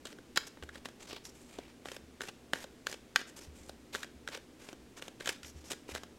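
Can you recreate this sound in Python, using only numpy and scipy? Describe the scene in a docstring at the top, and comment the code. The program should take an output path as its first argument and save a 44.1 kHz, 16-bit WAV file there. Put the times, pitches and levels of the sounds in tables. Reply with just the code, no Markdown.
"""A soft room rumble and a faint mains hum come first, then cards: a big deck is shuffled overhand above a cloth.
Packets clack against the deck: flattened clusters of contacts ring its resonances, with a dull puff and a crackle.
Faces slide over each other as filtered friction noise, and single edges flick and tick.
Now and then a nudge makes the table boom in decaying sines; short reflections put the cards in a quiet room."""
import sys
import numpy as np
from scipy import signal
from scipy.fft import rfft, irfft, next_fast_len
from scipy.io import wavfile
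from scipy.ndimage import uniform_filter1d

SR = 44100
rng = np.random.default_rng(int(sys.argv[2]) if len(sys.argv) > 2 else 0)


def unload_wav(signal):
    """Save mono or channel-first audio to the path in sys.argv[1] as 16-bit WAV at rate SR, clipped to [-1, 1]."""
    wavfile.write(
        sys.argv[1],
        SR,
        np.round(np.clip(np.atleast_2d(signal).T, -1, 1) * 32767).astype(np.int16),
    )


N = 272538
TIME = np.arange(N) / SR


def from_db(db):
    """Decibels to gain."""
    return 10 ** (np.asarray(db) / 20)


def rms_one(x):
    """Scale to unit power."""
    return x / np.sqrt(np.mean(x ** 2) + 1e-20)


def add(track, start_s, sound):
    """Mix a sound into a track at a time."""
    at = max(round(start_s * SR), 0)
    track[at:at + len(sound)] += sound[:max(N - at, 0)]


def lowpass(x, order, hz):
    """Butterworth low-pass that dulls a sound."""
    return signal.sosfilt(signal.butter(order, hz, fs=SR, output="sos"), x)


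def resonate(x, hz, width_hz):
    """Two-pole resonance with gain 1 on top; a wider one dies away sooner."""
    radius = np.exp(-np.pi * width_hz / SR)
    zeros = np.array([1, 0, -1]) * (1 - radius * radius) / 2
    poles = [1, -2 * radius * np.cos(2 * np.pi * hz / SR), radius * radius]
    return signal.lfilter(zeros, poles, x)


def colour(x, spectrum):
    """Minimum-phase filter through (pitch_hz, level_db) points, so that nothing sounds early."""
    size = next_fast_len(len(x) + 1024, True)
    hz, db = np.transpose(spectrum)
    grid = np.maximum(np.arange(size // 2 + 1) * SR / size, 1)
    gain = from_db(np.interp(np.log(grid), np.log(hz), db))
    # folding the cepstrum onto positive times makes the phase minimal
    cepstrum = irfft(np.log(gain), size)
    cepstrum[1:size // 2] *= 2
    cepstrum[size // 2 + 1:] = 0
    return irfft(rfft(x, size) * np.exp(rfft(cepstrum)), size)[:len(x)]


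# spectral shape of the room's rumble and hiss: (pitch_hz, relative_density_db)
ROOM_TONE = [(20, -2), (42, -17), (60, 6.5), (95, -8), (160, -2.5), (290, 3.5), (430, -1.5), (650, -9.5),
             (1050, -15), (2500, -17), (4500, -21), (7500, -23), (11000, -29), (16000, -35.5)]
ROOM_TONE_DB = -57.5  # rms
# mains hum partials: (pitch_hz, level_db), levels rms
HUM = [(120, -73), (240, -67.5)]


def background():
    """Steady room rumble and hiss from coloured noise, with a faint mains hum of sines."""
    tone = rms_one(colour(rng.standard_normal(N), ROOM_TONE))
    hum = sum(from_db(db) * np.sqrt(2) * np.sin(2 * np.pi * (hz * TIME + rng.random())) for hz, db in HUM)
    return from_db(ROOM_TONE_DB) * tone + hum


def drift(knots_per_s):
    """Random wandering in straight lines between knots, scaled to unit power."""
    knots = rng.standard_normal(8192)
    return rms_one(np.interp(TIME * knots_per_s, np.arange(len(knots)), knots))


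def friction(catches_per_s=450, catch_share=0.2, catch_vary_db=3.5, judder_db=3.0, judder_rate=170):
    """Card on card: a smooth hiss plus tiny catches, under an unsteady finger pressure."""
    sizes = from_db(catch_vary_db * np.minimum(rng.exponential(1, N), 4)) * rng.choice([-1, 1], N)
    catches = rms_one(sizes * (rng.random(N) < catches_per_s / SR))
    hiss = rng.standard_normal(N)
    return (hiss + catch_share * catches) * from_db(judder_db * drift(judder_rate))


def pressure(start, end, rise_s, fall_s):
    """The samples of one rub, and its finger pressure: attack, hold and release."""
    span = slice(max(round(start * SR), 0), round(max(end, start + .005) * SR))
    t = TIME[span]
    return span, np.clip(np.minimum((t - start) / rise_s, (end - t) / fall_s), 0, 1)


# overhand strokes, each a packet that lands, is dragged off the deck and lets go with a light flick:
# (landing_s, release_s, clack_db, thud_over_clack_db, crispness_over_clack_db, contact_spread_s,
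#  table_bounce_lag_s, release_clack_db, drag_db), levels before the overall trims
STROKES = [(0.0534, 0.1277, -43.5, -4.5, -2.5, 0.006, 0.00024, -51.5, -61),
           (0.3736, 0.4725, -24, -13, -6.5, .0017, .00054, -51, -69),
           (.856, .887, -38, -2.5, -9, 0.0026, 0.001, -50, -73),
           (1.8568, 1.965, -40.5, -1, -16, 0.0017, .00025, -46.5, -58.5),
           (2.2078, 2.2874, -36, -9.5, -18, .0003, 0.00044, -54, -59),
           (2.5344, 2.641, -26.5, -4.5, -10, 0.00072, .00061, -45.5, -57),
           (2.8689, 2.9416, -30, -10, -7.5, 0.00076, 0.00065, -45, -56.5),
           (3.16, 3.214, -19.5, -21, -9, 0.0017, 0.0012, -45.5, -56.5),
           (3.95, 4.0444, -32.5, -8.5, -17, .00046, 0.00051, -48.5, -59.5),
           (4.2762, 4.3735, -35, -25, -12.5, 0.0015, .00051, -46.5, -61),
           (5.0231, 5.081, -39.5, -7.5, -10.5, 0.0023, 0.00034, -45, -61),
           (5.2739, 5.305, -31, -4, -7, .0028, 0.0012, -58, -52),
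           (5.71, 5.732, -49.5, 3, -6, 0.0015, .0002, -44, -57),
           (5.9507, 6.0344, -38.5, 0, -4.5, 0.00031, .00047, -45, -68)]
# the packet skims the deck just before it lands and just after it lets go
SKIM_S, LINGER_S = 0.0086, 0.01
# the drag grows by this much towards the release
DRAG_GROWTH_DB, DRAG_TREBLE_DB, DRAG_RING_HZ = 3.5, 0.5, 1750
# card faces sliding while the deck is cut and squared:
# (start_s, end_s, level_db, treble_over_body_db, card_resonance_hz), levels before the overall trims
SLIDES = [(0.36, 0.386, -38.5, -23, 3920), (0.466, .487, -55, 5.5, 5700), (0.725, 0.794, -58, -6, 1700),
          (.846, 0.871, -53.5, -5.5, 1780), (0.995, 1.067, -55.5, -7, 7340), (1.069, 1.11, -51, -3.5, 5076),
          (1.105, 1.189, -49.5, -18, 3930), (1.235, 1.311, -63.5, 6.5, 5610), (1.311, 1.624, -69, 1, 7940),
          (1.482, 1.743, -65, -13, 2223), (2.281, 2.297, -48.5, -17, 3020), (3.266, 3.307, -60, 1, 7100),
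          (3.361, 3.401, -55, 3.5, 7430), (3.4, 3.474, -59.5, 1.5, 5300), (3.526, 3.745, -67.5, 0, 7700),
          (3.924, 3.974, -54.5, -4, 3700), (4.315, 4.371, -49, -25, 1600), (4.588, 4.743, -58, -1.5, 1530),
          (4.965, 4.996, -51.5, -6, 6370), (5.187, 5.383, -55, -3, 1900), (5.426, 5.522, -61, 5.5, 5420),
          (5.541, 5.66, -70.5, 0, 6200), (5.64, 5.705, -61.5, 2.5, 5800), (5.698, 5.736, -51.5, 0.5, 7070),
          (5.877, 5.937, -55, -1, 2480), (5.935, 5.984, -50.5, -4, 1700)]
# every slide swells and fades over these shares of its length
SWELL_SHARE, FADE_SHARE = 0.18, 0.27
# spectral shape of the rub's body: (pitch_hz, relative_level_db)
RUB_BODY = [(120, -40), (350, -6.5), (900, 2), (1650, -5.5), (2400, 0.5), (3500, -2), (5000, -4),
            (8000, -21)]
# spectral shape of the rub's treble: (pitch_hz, relative_level_db)
RUB_TREBLE = [(2500, -11), (5000, 7), (6500, 7.5), (8300, 4.5), (10000, 0), (12500, 3), (16000, -44.5)]


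def slides(rise_s=0.0035, fall_s=0.019, ring_gain=0.97, ring_width=0.32, body_db=-0.5, treble_db=-2.0):
    """Each drag or slide rubs for a moment and brings out a broad resonance of the sliding card."""
    out, force = np.zeros(N), friction()
    body = from_db(body_db) * rms_one(colour(force, RUB_BODY))
    treble = from_db(treble_db) * rms_one(colour(force, RUB_TREBLE))

    def rub(span, bright_db, hz):
        """Body and treble of the friction, with the card's resonance on top."""
        sound = body[span] + from_db(bright_db) * treble[span]
        return sound + ring_gain * resonate(sound, hz, ring_width * hz)

    for landing, release, *_, drag_db in STROKES:
        span, press = pressure(landing - SKIM_S, release + LINGER_S, rise_s, fall_s)
        growth_db = DRAG_GROWTH_DB * np.linspace(-.5, .5, len(press))
        out[span] += from_db(drag_db + growth_db) * press * rub(span, DRAG_TREBLE_DB, DRAG_RING_HZ)
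    for start, end, db, bright_db, hz in SLIDES:
        length_s = end - start
        span, press = pressure(start, end, SWELL_SHARE * length_s, FADE_SHARE * length_s)
        out[span] += from_db(db) * press * rub(span, bright_db, hz)
    return out


def flatten(contacts, smooth_bins=25):
    """Many tiny contacts together excite all pitches about evenly."""
    power = uniform_filter1d(np.abs(rfft(contacts)) ** 2, smooth_bins)
    inverse_db = -10 * np.log10(power + 1e-12)
    return colour(contacts, np.transpose([np.linspace(1, SR / 2, len(power)), inverse_db]))


def unit_click(x, click_s=.006):
    """Scale a click to unit power over its first milliseconds."""
    return x / (x[:round(click_s * SR)].std() + 1e-12)


# resonances of the hand-held deck before the grip shifts them: (pitch_hz, width_hz, relative_level_db)
DECK = [(715, 540, -15), (1505, 400, 6.5), (2030, 690, 3), (2840, 1300, 1.5), (4120, 880, -0.5),
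        (5200, 1830, -13.5)]
# spectral shape of the edge crackle: (pitch_hz, relative_level_db)
EDGE = [(2500, -60), (4800, 1.5), (7500, -1), (10000, -11), (13000, -15), (16000, -19)]


def snap(clack_db, thud_db, crisp_db, spread_s, scatter=0.33, lowest_thud_hz=380, thud_width_hz=380,
         crackle_s=0.001, hardening=0.52, usual_crisp_db=-7.0):
    """The first card lands, the rest follow in a quick cluster; the deck rings briefly."""
    t = TIME[:2048]
    contacts = scatter * rng.standard_normal(len(t)) * np.exp(-t / max(spread_s, 1e-4))
    contacts[0] += 1
    contacts = flatten(contacts)
    # the grip shifts the resonances a little each time; a crisp landing favours the upper ones
    grip = rng.normal(0, [.02, 1], (len(DECK), 2))  # share of the pitch, dB
    tilt_db_per_octave = hardening * (crisp_db - usual_crisp_db)
    clack = np.zeros(len(t))
    for k, (hz, width_hz, db) in enumerate(DECK):
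        gain = from_db(db + grip[k, 1] + tilt_db_per_octave * np.log2(hz / DECK[0][0]))
        clack += (-1) ** k * gain * resonate(contacts, hz * (1 + grip[k, 0]), width_hz)
    # paper is soft: it rounds off the very top
    clack = lowpass(clack, 2, SR / 4)
    # air squeezed from between the cards gives a dull puff
    puff = lowpass(contacts, 2, 2 * lowest_thud_hz)
    thud = resonate(puff, lowest_thud_hz * rng.uniform(1.0, 1.38), thud_width_hz)
    crackle = colour(rng.standard_normal(len(t)) * np.exp(-t / (crackle_s + spread_s / 2)), EDGE)
    mix = unit_click(clack) + from_db(thud_db) * unit_click(thud) + from_db(crisp_db) * unit_click(crackle)
    return from_db(clack_db) * mix


# single cards flicking against the deck, and at 5.29 s a further packet landing: # (start_s, clack_db,
# thud_over_clack_db, crispness_over_clack_db), clack before the overall trim
FLICKS = [(.0697, -48, -25, -2), (.1861, -55, 5, -12), (.3599, -39, -16, -0.5), (.3672, -40, -5, -10),
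          (.572, -52, -1.5, -25), (.6254, -46, -0.5, -12), (.6351, -49, 2.5, -6), (.6904, -44, -20, -18),
          (.7555, -47.5, -7, -14), (1.1301, -48, 7, -1), (1.165, -51, 0, -11), (1.2523, -49, -27, 1.5),
          (1.5867, -46.5, 9, -6.5), (1.8854, -42.5, -7, -12), (1.917, -44, 0, -4), (2.2168, -40, -5, -4.5),
          (2.2362, -44, -4, -19), (2.5572, -42.5, -5.5, -12), (2.8973, -51.5, 4, 4), (2.9146, -51, 0, 6),
          (2.9266, -40.5, -3, -5), (3.6942, -47, 3, -3), (3.9439, -43.5, 0.5, -5),
          (3.9554, -39.5, -3.5, -4.5), (4.0312, -36.5, -24, -8.5), (4.2863, -43, -0.5, -7),
          (4.3479, -41.5, -14, -5), (4.6878, -45, -2, -10), (4.7293, -54, 10, -1.5),
          (5.2073, -42, -2.5, -11), (5.2586, -38, -11, -3.5), (5.2909, -30, -7.5, -2.5),
          (5.4317, -46.5, -32, -3.5), (5.446, -46, -24, -9), (5.717, -39, -3.5, 1), (5.89, -52, 12, -20),
          (5.9588, -37.5, -8, -23)]
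# thud and crispness of ticks and releases, over their clack
LIGHT_THUD_DB, LIGHT_CRISP_DB = -1.5, -5.5
# stray edges tick at random under drags and slides
TICKS_PER_S, TICK_VARY_DB = 45, 3
TICK_OVER_DRAG_DB, TICK_OVER_SLIDE_DB = 2.5, -3
CARD_SPREAD_S = 0.0027
# single cards meet the deck anywhere along its edge, so the lag of their bounce varies
CARD_BOUNCE_S, CARD_BOUNCE_VARY = .00042, 0.28  # median, spread of its logarithm


def contacts_of_cards():
    """All edge contacts: (start_s, clack_db, thud_db, crispness_db, spread_s, bounce_lag_s)."""
    packets = [(landing, *slap) for landing, _, *slap, _, _ in STROKES]
    releases = [(release, db, LIGHT_THUD_DB, LIGHT_CRISP_DB) for _, release, *_, db, _ in STROKES]
    cards = FLICKS + releases
    # stray edges tick wherever cards rub
    rubs = [(landing, release, drag_db + TICK_OVER_DRAG_DB) for landing, release, *_, drag_db in STROKES]
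    rubs += [(start, end, db + TICK_OVER_SLIDE_DB) for start, end, db, *_ in SLIDES]
    for start, end, db in rubs:
        waits, sizes = rng.exponential(size=16), rng.standard_normal(size=16)
        for tick_s, size in zip(start + np.cumsum(waits) / TICKS_PER_S, sizes):
            if tick_s < end:
                cards.append((tick_s, db + TICK_VARY_DB * size, LIGHT_THUD_DB, LIGHT_CRISP_DB))
    lags = CARD_BOUNCE_S * np.exp(CARD_BOUNCE_VARY * rng.standard_normal(size=512))
    return packets + [(*card, CARD_SPREAD_S, lag) for card, lag in zip(cards, lags)]


def snaps(bounce=0.4, cloth_hz=6000, level_db=-2.0, brush_s=0.0009, brush_db=-12.5):
    """Every landing of a card edge, and its later, duller bounce off the cloth below the hands."""
    direct, bounced = np.zeros(N), np.zeros(N)
    for start_s, clack_db, thud_db, crisp_db, spread_s, lag_s in contacts_of_cards():
        sound = from_db(level_db) * snap(clack_db, thud_db, crisp_db, spread_s)
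        add(direct, start_s, sound)
        # a corner brushes the deck just before the whole edge lands
        add(direct, start_s - brush_s, snap(clack_db + brush_db, thud_db, crisp_db, spread_s))
        add(bounced, start_s + lag_s, bounce * sound)
    return direct, lowpass(bounced, 1, cloth_hz)


def room(x, early_db=-14.5, early_s=0.027, tail_db=-16.5, t60_s=0.37, first_wall_s=0.016, build_s=0.015,
         low_hz=1400, wall_hz=7500):
    """Quick scatter from things on the table, then a short tail; small cards radiate little bass into the room."""
    t = TIME[:SR // 2]
    early = rng.standard_normal(len(t)) * np.exp(-t / early_s) * (t > .002)
    build = np.clip((t - first_wall_s) / build_s, 0, 1)
    tail = rng.standard_normal(len(t)) * from_db(-60 * t / t60_s) * build
    band = signal.butter(1, [low_hz, wall_hz], "band", fs=SR, output="sos")
    tail = signal.sosfilt(band, tail / np.linalg.norm(tail))
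    response = from_db(early_db) * early / np.linalg.norm(early) + from_db(tail_db) * tail
    return signal.fftconvolve(x, response)[:N]


# nudges of the table: (start_s, level_db), level before the resonances' own
NUDGES = [(0.623, -50), (2.028, -59), (3.474, -49.5), (3.6, -54), (3.915, -60.5), (4.152, -57.5),
          (5.434, -55), (5.55, -48.5), (5.918, -51)]
# resonances of the table, each pitch varied slightly per nudge: (pitch_hz, t60_s, relative_level_db)
TABLE = [(73.2, 0.46, 4), (83, 0.14, 3), (150, 0.069, 7)]


def table():
    """A soft push sets the table booming faintly: decaying sines with a rounded onset."""
    out, t = np.zeros(N), TIME[:SR]
    for start_s, level_db in NUDGES:
        boom = np.zeros(len(t))
        for hz, t60_s, db in TABLE:
            varied_hz = hz * (1 + 0.017 * rng.normal())
            boom += from_db(db - 60 * t / t60_s) * np.sin(2 * np.pi * varied_hz * t)
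        onset = 1 - np.exp(-t / 0.0078)
        add(out, start_s, from_db(level_db) * boom * onset)
    return out


def scene():
    """Cards close to one microphone, in the room, over the table and the background."""
    behind, rubbing = table() + background(), slides()
    direct, bounced = snaps()
    cards = direct + rubbing
    return (cards + bounced + room(cards) + behind)[None]


def record(dry, cutoff_hz=15800):
    """A steep elliptic low-pass takes off the very top."""
    return signal.sosfilt(signal.ellip(10, .1, 80, cutoff_hz, fs=SR, output="sos"), dry)


dry = scene()
out = record(dry)
unload_wav(out)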